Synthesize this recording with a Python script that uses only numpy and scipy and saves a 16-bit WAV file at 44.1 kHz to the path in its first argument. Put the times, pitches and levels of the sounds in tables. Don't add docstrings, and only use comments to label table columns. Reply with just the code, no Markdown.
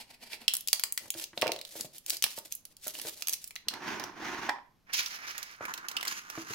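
import sys
import numpy as np
from scipy import signal
from scipy.fft import rfft, irfft, next_fast_len
from scipy.io import wavfile
from scipy.ndimage import uniform_filter1d

SR = 44100
rng = np.random.default_rng(int(sys.argv[2]) if len(sys.argv) > 2 else 0)


def transcribe(u):
    v = np.clip(np.atleast_2d(u).T, -1, 1)
    q = np.round(v * 32767).astype(np.int16)
    wavfile.write(sys.argv[1], SR, q)


N = 288698
TIME = np.arange(N) / SR
BLOW_S = .01


def undb(db):
    return 10 ** (np.asarray(db) / 20)


def unit(x):
    return x / np.sqrt(np.sum(x ** 2) + 1e-18)


def freqs(size):
    return np.maximum(np.fft.rfftfreq(size, 1 / SR), 1)


def lookup(points, hz):
    f, value = np.transpose(points)
    return np.interp(np.log(hz), np.log(f), value)


def colour(x, points):
    size = next_fast_len(N)
    gain = undb(lookup(points, freqs(size)))
    return irfft(rfft(x, size) * gain, size)[..., :N]


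def butter(x, hz, kind, order=2):
    return signal.sosfilt(signal.butter(order, hz, kind, fs=SR, output="sos"), x)


def causal(gain):
    cepstrum = irfft(np.log(gain))
    half = len(cepstrum) // 2
    cepstrum[1:half] *= 2
    cepstrum[half + 1:] = 0
    return np.exp(rfft(cepstrum))


def add(track, s, sound):
    i = int(s * SR)
    track[..., i:i + sound.shape[-1]] += sound[..., :N - i]


def walk(rate):
    knots = rng.standard_normal(4096)
    return np.interp(TIME * rate, np.arange(len(knots)), knots)


def sides(pan_db):
    return undb(np.array([[pan_db], [-pan_db]]) / 2)


def pair(size, apart):
    shared, own = rng.standard_normal(size), rng.standard_normal((2, size))
    return (shared + apart * own) / np.hypot(1, apart)


# (frequency [Hz], relative spectrum level [dB])
ROOM_TONE_COLOUR = [(30, 5.5), (90, 0), (200, 1.5), (400, -7), (900, -11), (2000, -16.5), (6000, -20.5),
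                    (8500, -30.5), (12000, -22), (16000, -32.5)]


def room_tone(db=-72):
    shared, left, right = (unit(colour(rng.standard_normal(N), ROOM_TONE_COLOUR)) for _ in range(3))
    return (shared + 0.79 * np.array([left, right])) * np.sqrt(N) * undb(db + walk(2.3))


# (frequency [Hz], reverberation time for 60 dB [s])
ROOM_DECAY = [(300, 0.39), (800, 0.34), (2100, 0.33), (5500, 0.28), (14000, 0.16)]


def workshop(wet_db, delay_s=0.0011, size=22000):
    t, hz = np.arange(size) / SR, freqs(size)
    mid, side = rfft(rng.standard_normal((2, size)))
    apart = np.minimum(0.16 + hz / 1800, 1)
    noise = (mid + np.array([[1], [-1]]) * apart * side) / np.sqrt(1 + apart ** 2)
    out = 0
    for k, (_, t60) in enumerate(ROOM_DECAY):
        share = lookup([(f, j == k) for j, (f, _) in enumerate(ROOM_DECAY)], hz)
        out = out + irfft(noise * share, size) * np.exp(-np.log(1000) * t / t60)
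    onset = np.clip(t / delay_s - 1, 0, 1)
    return unit(out * onset) * np.sqrt(2) * undb(wet_db)


def hear(x, lag_s, wet_db, size=64):
    delay = np.array([[max(lag_s, 0)], [max(-lag_s, 0)]]) + 8 / SR
    response = workshop(wet_db)
    response[:, :size] += irfft(np.exp(-2j * np.pi * freqs(size) * delay))
    return signal.fftconvolve(x, response, axes=1)[:, :N]


def swell(start_s, length_s, attack_s, release_s):
    age = TIME - start_s
    distance = np.maximum(-age / attack_s, (age - length_s) / release_s).clip(0)
    return np.exp(-np.minimum(distance, 20))


def strokes(rows, attack_s, release_s, sag_db_per_s):
    power = np.zeros((2, N))
    for s, length_s, db, bass_db in rows:
        sag_db = sag_db_per_s * np.clip(TIME - s, 0, length_s)
        force = swell(s, length_s, attack_s, release_s) * undb(db - sag_db)
        power += (undb([[bass_db], [0]]) * force) ** 2
    return np.sqrt(power)


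def rub(strength, points, slips_hz, spread_db, smooth, flutter_db, low_db, high_db, apart=1.0,
        slip_s=0.002, split_hz=1500):
    chance, size = rng.random(N), np.minimum(rng.exponential(size=N), 5)
    slips = (chance < slips_hz / SR) * undb(spread_db * size) ** 2
    power = signal.lfilter([1], [1, -np.exp(-1 / (slip_s * SR))], slips)
    grip = np.sqrt(power / power.mean() + smooth) * undb(flutter_db * walk(55))
    low, high = strength
    low_band = ("low", low * undb(low_db), apart / 2)
    high_band = ("high", high * undb(high_db), apart)
    out = 0
    for kind, gain, width in (low_band, high_band):
        band = butter(colour(grip * pair(N, width), points), split_hz, kind, order=4)
        out = out + unit(band) * np.sqrt(2 * N) * gain
    return out


def splinters(strength, rate_hz, gain_db, spread_db=3, decay_s=0.00045, lowest_hz=3000):
    chance, size = rng.random(N), np.minimum(rng.exponential(size=N), 3)
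    breaks = (chance < rate_hz / SR) * undb(spread_db * size + gain_db) * strength
    fade = signal.lfilter([1], [1, -np.exp(-1 / (decay_s * SR))], breaks)
    return butter(fade * pair(N, .9), lowest_hz, "high")


# (time [s], length [s], relative level [dB], bass re treble [dB])
SWIVEL_PUSHES = [(5.62, .1, -51.5, 10.5), (5.75, 0.33, -60.5, 14), (6.085, .1, -40, -6.5),
                 (6.26, 0.15, -52, 3.5), (6.385, 0.036, -44, -5), (6.45, 0.058, -50, 1),
                 (6.51, 0.036, -41.5, -5)]
# (frequency [Hz], relative spectrum level [dB])
SWIVEL_SPECTRUM = [(60, -41), (170, -14), (340, -10.5), (540, -20), (1000, -3), (1450, 4.5), (1950, 5),
                   (2700, 5), (3500, -1), (6700, 4.5), (7600, -9), (12000, -6.5), (16000, -12)]


def bench_swivel():
    pushing = strokes(SWIVEL_PUSHES, attack_s=0.018, release_s=0.017, sag_db_per_s=4)
    return rub(pushing, SWIVEL_SPECTRUM, slips_hz=627, spread_db=3.5, smooth=0.66, flutter_db=3.5,
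               low_db=0.4, high_db=-0.7)


# (time [s], length [s], relative level [dB], bass re treble [dB])
PALM_WIPES = [(4.872, .02, -70, 8.5), (4.895, .03, -60.5, 10.5), (4.932, 0.066, -29.5, -16),
              (5.0, 0.11, -38.5, -9.5), (5.11, .05, -40, -6), (5.19, 0.13, -48.5, 2),
              (5.27, 0.061, -41, -7.5), (5.35, 0.089, -46, 0), (5.46, 0.1, -48.5, -2)]
# (frequency [Hz], relative spectrum level [dB])
PALM_SPECTRUM = [(60, -33), (200, -22), (540, -22), (1000, -11), (1500, -3.5), (2300, 8), (3500, 4),
                 (5500, 9), (6700, 3.5), (7600, -11.5), (12000, -5.5), (16000, -8.5)]


def palm_wipes():
    wiping = strokes(PALM_WIPES, attack_s=0.0038, release_s=0.013, sag_db_per_s=26)
    hand = rub(wiping, PALM_SPECTRUM, slips_hz=1080, spread_db=2.0, smooth=.6, flutter_db=3,
               low_db=1.65, high_db=-2.0)
    return hand + splinters(wiping[1], rate_hz=90, gain_db=-1, lowest_hz=6500)


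# (time [s], length [s], relative level [dB], bass re treble [dB])
GRIP_SCRAPES = [(0, 0.016, -38, -12.5), (.11, 0.043, -51, -10), (.215, .03, -55, -6.5),
                (.26, 0.012, -47.5, -10.5), (.32, 0.027, -41, -16), (.40, 0.06, -53, -5)]
# (frequency [Hz], relative spectrum level [dB])
PLIERS_SPECTRUM = [(60, -29.5), (220, -1.5), (500, -5), (900, 2.5), (1200, -14), (1800, -3), (2500, -0.5),
                   (3600, -6), (4700, -0.5), (6000, -10.5), (12000, -9), (16000, -16.5)]


def pliers_scrape():
    scraping = strokes(GRIP_SCRAPES, attack_s=0.032, release_s=0.014, sag_db_per_s=29.5)
    return rub(scraping, PLIERS_SPECTRUM, slips_hz=1000, spread_db=-0.5, smooth=.5, flutter_db=6,
               low_db=-1.5, high_db=-3.0)


def strike(modes, centre_hz, focus_db, scatter_db=8.0, detune=0.0065, size=12000):
    t = np.arange(size) / SR
    hz, db, t60 = np.transpose(modes)[:, :, None]
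    weight, shift = rng.standard_normal((2, len(modes), 1))
    gain = undb(db + scatter_db * weight - focus_db * np.log2(hz / centre_hz) ** 2)
    tone = np.sin(2 * np.pi * hz * (1 + detune * shift) * t)
    ring = np.sum(gain * tone * np.exp(-np.log(1000) * t / t60), axis=0)
    ring = butter(ring, 300, "high", order=4)
    return ring / np.sqrt(np.mean(ring[:int(2 * BLOW_S * SR)] ** 2))


def puff(lo_hz, hi_hz, decay_s, size=12000):
    noise = rng.standard_normal(size) * np.exp(-np.arange(size) / SR / decay_s)
    return unit(butter(noise, [lo_hz, hi_hz], "band")) * np.sqrt(BLOW_S * SR)


# (time [s], relative level [dB], relative thud level [dB],
# relative clack level [dB], centre of the modes that the contact favours [Hz])
BENCH_KNOCKS = [(.335, -48.5, -21, -3, 494), (0.535, -49, -5, -9, 657), (1.055, -51.5, -1, 1, 770),
                (1.15, -38, -9, -11, 367), (1.331, -52.5, -0.5, 5, 340), (1.375, -31.5, -13, -26, 586),
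                (1.421, -29.5, -8.5, -3, 700), (1.428, -19, -22.5, -13, 720), (1.462, -23, -14.5, -16, 696),
                (1.493, -24.5, -25, -16, 690), (1.755, -37.5, -13, -21, 495), (1.797, -45, 0, -5, 337),
                (1.846, -39.5, -3, -25, 565), (2.239, -41, -4, 6.5, 899), (2.378, -36.5, -15, -19, 593),
                (2.866, -38.5, -13, -10, 567), (3.05, -37, -9, -9, 560), (3.665, -57, 10, -10, 315),
                (5.608, -33.5, -12, -7.5, 627), (6.376, -31.5, -4, -5.5, 332), (6.504, -38, 1.5, -16, 322)]
# (nominal frequency [Hz], relative level [dB], decay time for 60 dB [s])
SHELL_MODES = [(330.4, -1, 0.16), (456, -5.5, 0.074), (550, -5.5, 0.046), (569.5, -2.5, 0.11),
               (619, -6.5, 0.071), (676, 0, 0.04), (730, -15.5, 0.047), (835, -26, .08), (899, -12.5, .09),
               (1090, -9.5, .1), (1130, -28.5, .08), (1620, -20, .08)]


def bench_knocks(shell_db=-10.0, bench_db=-8, contact_db=-6):
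    out = np.zeros(N)
    for s, db, thud_db, clack_db, centre_hz in BENCH_KNOCKS:
        ring = undb(shell_db) * strike(SHELL_MODES, centre_hz, focus_db=16.5)
        thud = undb(bench_db + thud_db) * puff(80, 340, 0.0091)
        clack = undb(contact_db + clack_db) * puff(800, 2100, .006)
        add(out, s, undb(db) * (ring + thud + clack))
    return out


def chatter(start_s=1.436, gap_s=.021, jitter_s=0.0022, level_db=-35.0, fade_db_per_s=105,
            centre_hz=630, clack_db=-17, thud_db=-24, count=8):
    out = np.zeros(N)
    for k, jitter in enumerate(rng.standard_normal(count)):
        age = k * gap_s
        ring = strike(SHELL_MODES, centre_hz, focus_db=46)
        clack = undb(clack_db) * puff(800, 2100, .006)
        thud = undb(thud_db) * puff(80, 340, 0.017)
        gain = undb(level_db - fade_db_per_s * age)
        add(out, start_s + age + jitter_s * jitter, gain * (ring + clack + thud))
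    return out


# (time [s], effort as relative level [dB])
BLOCK_EFFORT = [(3.69, -49.5), (3.7, -75), (3.708, -49.5), (3.758, -46), (3.786, -49.5), (3.884, -39.5),
                (3.994, -44), (4.006, -42), (4.098, -48.5), (4.12, -52.5), (4.268, -40), (4.412, -43.5),
                (4.424, -40), (4.475, -41.5)]
# (frequency [Hz], relative spectrum level [dB])
BLOCK_SPECTRUM = [(60, -17), (170, -5), (320, 4), (520, -8), (780, -1.5), (1070, 2), (1250, -5),
                  (1550, -0.5), (2300, -8), (3000, -12.5), (4000, -16.5), (6500, -17), (7600, -33),
                  (16000, -30.5)]


def block_drag(brighten=0.74, stop_s=0.018):
    s, db = np.transpose(BLOCK_EFFORT)
    effort_db = np.interp(TIME, s, db)
    treble_db = effort_db + brighten * (effort_db - db.max())
    envelope = swell(s[0], s[-1] - s[0], attack_s=0.014, release_s=stop_s)
    return rub(undb([effort_db, treble_db]) * envelope, BLOCK_SPECTRUM, slips_hz=680, spread_db=2.5,
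               smooth=0.91, flutter_db=-0.74, low_db=-1.0, high_db=1.7)


# (time [s], relative level [dB])
BLOCK_POPS = [(4.4897, -27.5), (4.5, -32.5), (4.56, -44), (4.585, -46.5)]
# (nominal frequency [Hz], relative level [dB], decay time for 60 dB [s])
POCKET_MODES = [(290, -9.5, 0.068), (774, -9, 0.14), (831, 6.5, 0.15), (900, -3.5, 0.17), (970, -2, 0.18),
                (1067, 11, 0.063), (1270, -6, 0.026), (1750, 5, 0.043), (2220, -0.5, 0.039),
                (2370, -9, 0.074)]


def pocket_pops(pop_db=-6.0, edge_db=-2):
    out = np.zeros(N)
    for s, db in BLOCK_POPS:
        edge = undb(edge_db) * puff(750, 1900, 0.0072)
        ring = strike(POCKET_MODES, centre_hz=900, focus_db=-2, detune=0.0193)
        add(out, s, undb(db + pop_db) * (ring + edge))
    return out


def pocket_mouth(closed_hz=747, open_hz=1020, opens_s=0.047, level_db=-41.5, decay_s=0.05, width_hz=90):
    pop_s = BLOCK_POPS[0][0]
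    hz = np.interp(TIME, [pop_s, pop_s + opens_s], [closed_hz, open_hz])
    stirring = walk(2 * width_hz) + 1j * walk(2 * width_hz)
    air = np.real(stirring * np.exp(2j * np.pi * np.cumsum(hz) / SR))
    return undb(level_db) * air * swell(pop_s, 0, attack_s=0.0016, release_s=decay_s)


# (time [s], length [s], relative level [dB], bass re treble [dB])
LATTICE_PULLS = [(1.02, 0.064, -54.5, 0.5), (1.18, .06, -41.5, -11), (1.385, 0.016, -47.5, -6),
                 (1.44, 0.156, -73, -20), (1.675, 0.054, -52.5, -24), (1.755, 0.053, -41.5, -6.5),
                 (1.82, 0.038, -44, -8.5), (1.95, 0.036, -47.5, -12), (2.09, 0.08, -41.5, -12.5),
                 (2.29, 0.051, -46, -21.5), (2.375, 0.017, -43.5, -29), (2.455, 0.02, -49.5, -11),
                 (2.52, 0.018, -51, -30), (2.715, .01, -58.5, -7.5), (2.845, 0.062, -43, -20),
                 (2.945, 0.029, -45, -10.5), (2.985, 0.045, -44, -8), (3.055, 0.038, -41, -7),
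                 (3.125, 0.016, -45.5, -24), (3.175, 0.058, -48.5, -10.5), (3.29, .05, -47, -10),
                 (3.42, 0.065, -57, -25)]
# (frequency [Hz], relative spectrum level [dB])
PEEL_SPECTRUM = [(60, -15.5), (200, -9.5), (320, 10.5), (440, -1), (560, 9), (690, 4.5), (850, 1),
                 (1250, -7.5), (2300, -3.5), (4600, 1), (8500, -1.5), (13500, 0.5), (16000, -7)]


def lattice_peel():
    pulling = strokes(LATTICE_PULLS, attack_s=0.014, release_s=0.0049, sag_db_per_s=25)
    peel = rub(pulling, PEEL_SPECTRUM, slips_hz=530, spread_db=2.5, smooth=.1, flutter_db=3,
               low_db=-6.0, high_db=0.0)
    return peel + splinters(pulling[1], rate_hz=69, gain_db=1.5)


BAND_BORDERS_HZ = [400, 2000, 6000, 10000, 16000]


def crack(burst, levels_db, ring_hz, run_s, wall_s=0.002, ring_db=7, ring_width=0.072, rise_s=0.000097,
          bass_hz=430):
    size = len(burst)
    t, hz = np.arange(size) / SR, freqs(size)
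    fade = (1 - np.exp(-t / rise_s)) * np.exp(-t / (wall_s + run_s))
    prominence_db = ring_db - 3 * np.log2(ring_hz / 6000)
    ring = 1 + undb(prominence_db) / (1 + ((hz - ring_hz) / (ring_width * ring_hz)) ** 2)
    radiation = 0.11 + hz ** 2 / (hz ** 2 + bass_hz ** 2)
    spectrum = rfft(burst * fade) * causal(ring * radiation)
    bands = [(hz >= lo) & (hz < hi) for lo, hi in zip(BAND_BORDERS_HZ, BAND_BORDERS_HZ[1:])]
    for _ in range(2):
        energy = np.array([2 * np.sum(abs(spectrum[band]) ** 2) / size for band in bands])
        gain_db = levels_db - 10 * np.log10(energy / (BLOW_S * SR))
        steps_db = gain_db[np.searchsorted(BAND_BORDERS_HZ[1:-1], hz)]
        spectrum = spectrum * causal(undb(uniform_filter1d(steps_db, size=64)))
    return irfft(spectrum)


def cracks(rows, gain_db, run_s, top_db, apart, spike, top_per_db=0.08, spike_s=0.001, size=2048):
    out = np.zeros((2, N))
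    first_break = 1 + spike * np.exp(-np.arange(size) / SR / spike_s)
    for s, db, body_db, bright_db, ring_hz, pan_db in rows:
        lean_db = top_db + top_per_db * bright_db + 4.9 * np.log2(max(ring_hz, 6000) / 6000)
        lean = undb(lean_db)
        treble_db = bright_db + 20 * np.log10(np.array([1, lean]) / np.hypot(1, lean))
        levels_db = gain_db + db + np.array([body_db, 0, *treble_db])
        bursts = pair(size=size, apart=apart) * first_break
        snap = np.array([crack(burst, levels_db, ring_hz, run_s) for burst in bursts])
        add(out, s, snap * sides(pan_db))
    return out


# (time [s], relative level at 2-6 kHz [dB], body re middle [dB],
# brightness re middle [dB], ring [Hz], left minus right [dB])
RIB_TICKS = [(4.9344, -36.5, -17, 2.5, 2580, -7), (5.06, -33, -26, -8, 5860, -5),
             (5.3794, -40.5, -19, 3.5, 6600, -5.5), (5.4283, -38.5, -17, -1, 6400, -5.5),
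             (5.6526, -38.5, -2.5, -6.5, 2370, -6.5), (5.7378, -36.5, -11, -1, 6680, -4),
             (5.7767, -41.5, -15, -4, 6800, -3), (5.8843, -35.5, -17, -0.5, 6500, -6),
             (5.914, -42, -7.5, -2, 6370, -6), (5.967, -27, -17, -11, 2930, -5),
             (6.0092, -36.5, -14, -8, 2900, -1), (6.028, -36, -2.5, -4, 2020, -5),
             (6.0508, -38, -5, -2, 1980, -3), (6.078, -31, -19, -3.5, 4860, -3.5),
             (6.2997, -41, -9, -0.5, 6070, -5)]


def rib_ticks():
    return cracks(RIB_TICKS, gain_db=-1.8, run_s=0.003, top_db=-0.5, apart=0.99, spike=0.4)


# (time [s], relative level at 2-6 kHz [dB], body re middle [dB],
# brightness re middle [dB], ring of the wall [Hz], left minus right [dB])
SEAM_TEARS = [(0.331, -40, -18.5, -12, 2380, -15), (0.9762, -31, -8.5, 2.5, 2080, 1.5),
              (1.1403, -43.5, -14, -2, 4910, -5), (1.1975, -41, -13, 1, 10590, -4.5),
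              (1.4275, -42.5, 4, -8, 2300, -9), (1.4405, -41.5, 1, -13, 4050, -6),
              (1.5891, -44, -11, -4, 3850, 2), (1.6129, -39.5, -20, -4, 3960, -3),
              (1.6503, -41.5, -20, -4.5, 3880, -3.5), (2.264, -39.5, -2.5, -4, 4950, 3),
              (2.3864, -49.5, -2, 11.5, 9430, -4.5), (2.87, -47.5, 0.5, 13, 11150, -4),
              (2.9518, -43, -11, -14, 2970, -8), (3.015, -44, -13, 7, 9520, -5),
              (3.0945, -47, -11, 5, 12490, -8), (3.3389, -38.5, -17, 4.5, 11760, -8),
              (3.476, -58, -26, 16.5, 9950, -2.5), (3.5076, -47, -11.5, 0.5, 2470, -0.5),
              (3.5555, -47, -8.5, 6.5, 6300, -1), (3.7376, -39, -6, -7.5, 2110, -4.5),
              (3.9974, -40, -1, -4, 6030, -7.5), (4.0386, -36.5, -3, -5, 5950, -0.5),
              (4.4936, -32, 7, -9.5, 1920, -4.5)]


def seam_tears():
    return cracks(SEAM_TEARS, gain_db=-2.7, run_s=0.0013, top_db=0.5, apart=0.91, spike=.6)


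# (time [s], relative level at 2-6 kHz [dB], body re middle [dB],
# brightness re middle [dB], ring of the wall [Hz], left minus right [dB])
WALL_SNAPS = [(0.4799, -19, -22.5, -8.5, 3000, -1.5), (0.537, -39, -10, 13, 12450, 2.5),
              (0.5406, -38, -28, 2, 5380, -8), (0.5516, -42.5, -11, 11, 11020, 1),
              (0.5674, -44, -21, 13.5, 10470, -0.5), (0.6078, -50, -28.5, 9, 12450, -1),
              (0.674, -40, -26, 7.5, 8200, 5), (0.6841, -32, -23.5, 1.5, 4750, 0),
              (0.7298, -22, -15, 2, 4500, -2.5), (0.7957, -37.5, -12, 4.5, 12360, 0),
              (0.8364, -29, -11.5, 4, 4800, 0), (0.9231, -49.5, -12, 20, 10100, 0),
              (1.1033, -37.5, -23, 8.5, 7140, -1), (1.2396, -39.5, -23, 2, 5990, 0),
              (1.3765, -34.5, -16, -11, 3700, -1), (1.4139, -40.5, -17, 1, 3750, 14),
              (1.4202, -27, -12, -10.5, 2390, -8.5), (1.4683, -36, -5, -9, 2670, -9),
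              (1.4778, -32.5, -19, -10.5, 2370, -5.5), (1.5183, -31, -17, -3.5, 3950, 0),
              (1.534, -48, -12, -1, 4050, 0), (1.562, -42.5, -13, -6.5, 3950, -1),
              (1.8091, -38, -20, 5, 4520, 1), (1.9817, -53.5, -26, 8.5, 10620, -3.5),
              (2.0626, -46, -17, 7.5, 5030, -1), (2.0974, -40, -20, 9.5, 6030, 7),
              (2.1035, -29.5, -20, 1.5, 4700, -2), (2.1685, -41.5, -21, 2, 5100, -2),
              (2.2236, -29.5, -18.5, 2, 5940, 2), (2.2335, -36, -22, 0, 4520, 1),
              (2.2398, -23.5, -16, 0.5, 9000, -2), (2.244, -35.5, -26, -5, 4470, -10),
              (2.523, -44, -33, 10.5, 6060, -4.5), (2.551, -64, -29.5, 27, 12400, -1),
              (2.6525, -51.5, -17, 7.5, 10290, -3), (2.7673, -57, -34, 5, 4570, -2),
              (2.88, -45, -14, 11.5, 11150, -2.5), (2.9974, -41, -10, -4, 4900, -3),
              (3.222, -36, -13, -0.5, 6400, -4.5), (3.2714, -38, -16, 5, 6300, -7),
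              (3.2834, -36.5, -14, 8, 11900, 2.5), (3.294, -39.5, -18, 9.5, 6300, -3),
              (3.305, -54, -15, 1, 6240, -4), (3.3266, -53, -17, 18, 12960, 0),
              (3.3334, -34.5, -31, 5.5, 5800, 0.5), (3.4417, -47.5, -17, 7.5, 5140, -1.5),
              (3.5615, -38, -11, -12, 2060, -1.5), (3.684, -26.5, -20.5, -6, 4310, -2)]


def wall_snaps():
    return cracks(WALL_SNAPS, gain_db=-0.87, run_s=0.00067, top_db=1.0, apart=1.0, spike=0.89)


def scene():
    right = bench_swivel() * sides(-2.4) + palm_wipes() * sides(-4.0) + rib_ticks()
    front = (pliers_scrape() + lattice_peel()) * sides(-.5)
    front = front + (bench_knocks() + chatter() + pocket_pops()) * sides(-.8)
    front = front + block_drag() * sides(-2.8) + pocket_mouth() * sides(-12)
    front = front + seam_tears() + wall_snaps()
    heard_front = hear(front, lag_s=-0.000026, wet_db=-9.5)
    heard_right = hear(right, lag_s=0.000267, wet_db=-11)
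    return room_tone() + heard_right + heard_front


def record(dry, ceiling=.9, top_hz=15900):
    rounded = ceiling * np.tanh(dry / ceiling)
    return signal.sosfilt(signal.ellip(10, .2, 70, top_hz, fs=SR, output="sos"), rounded)


dry = scene()
out = record(dry)
transcribe(out)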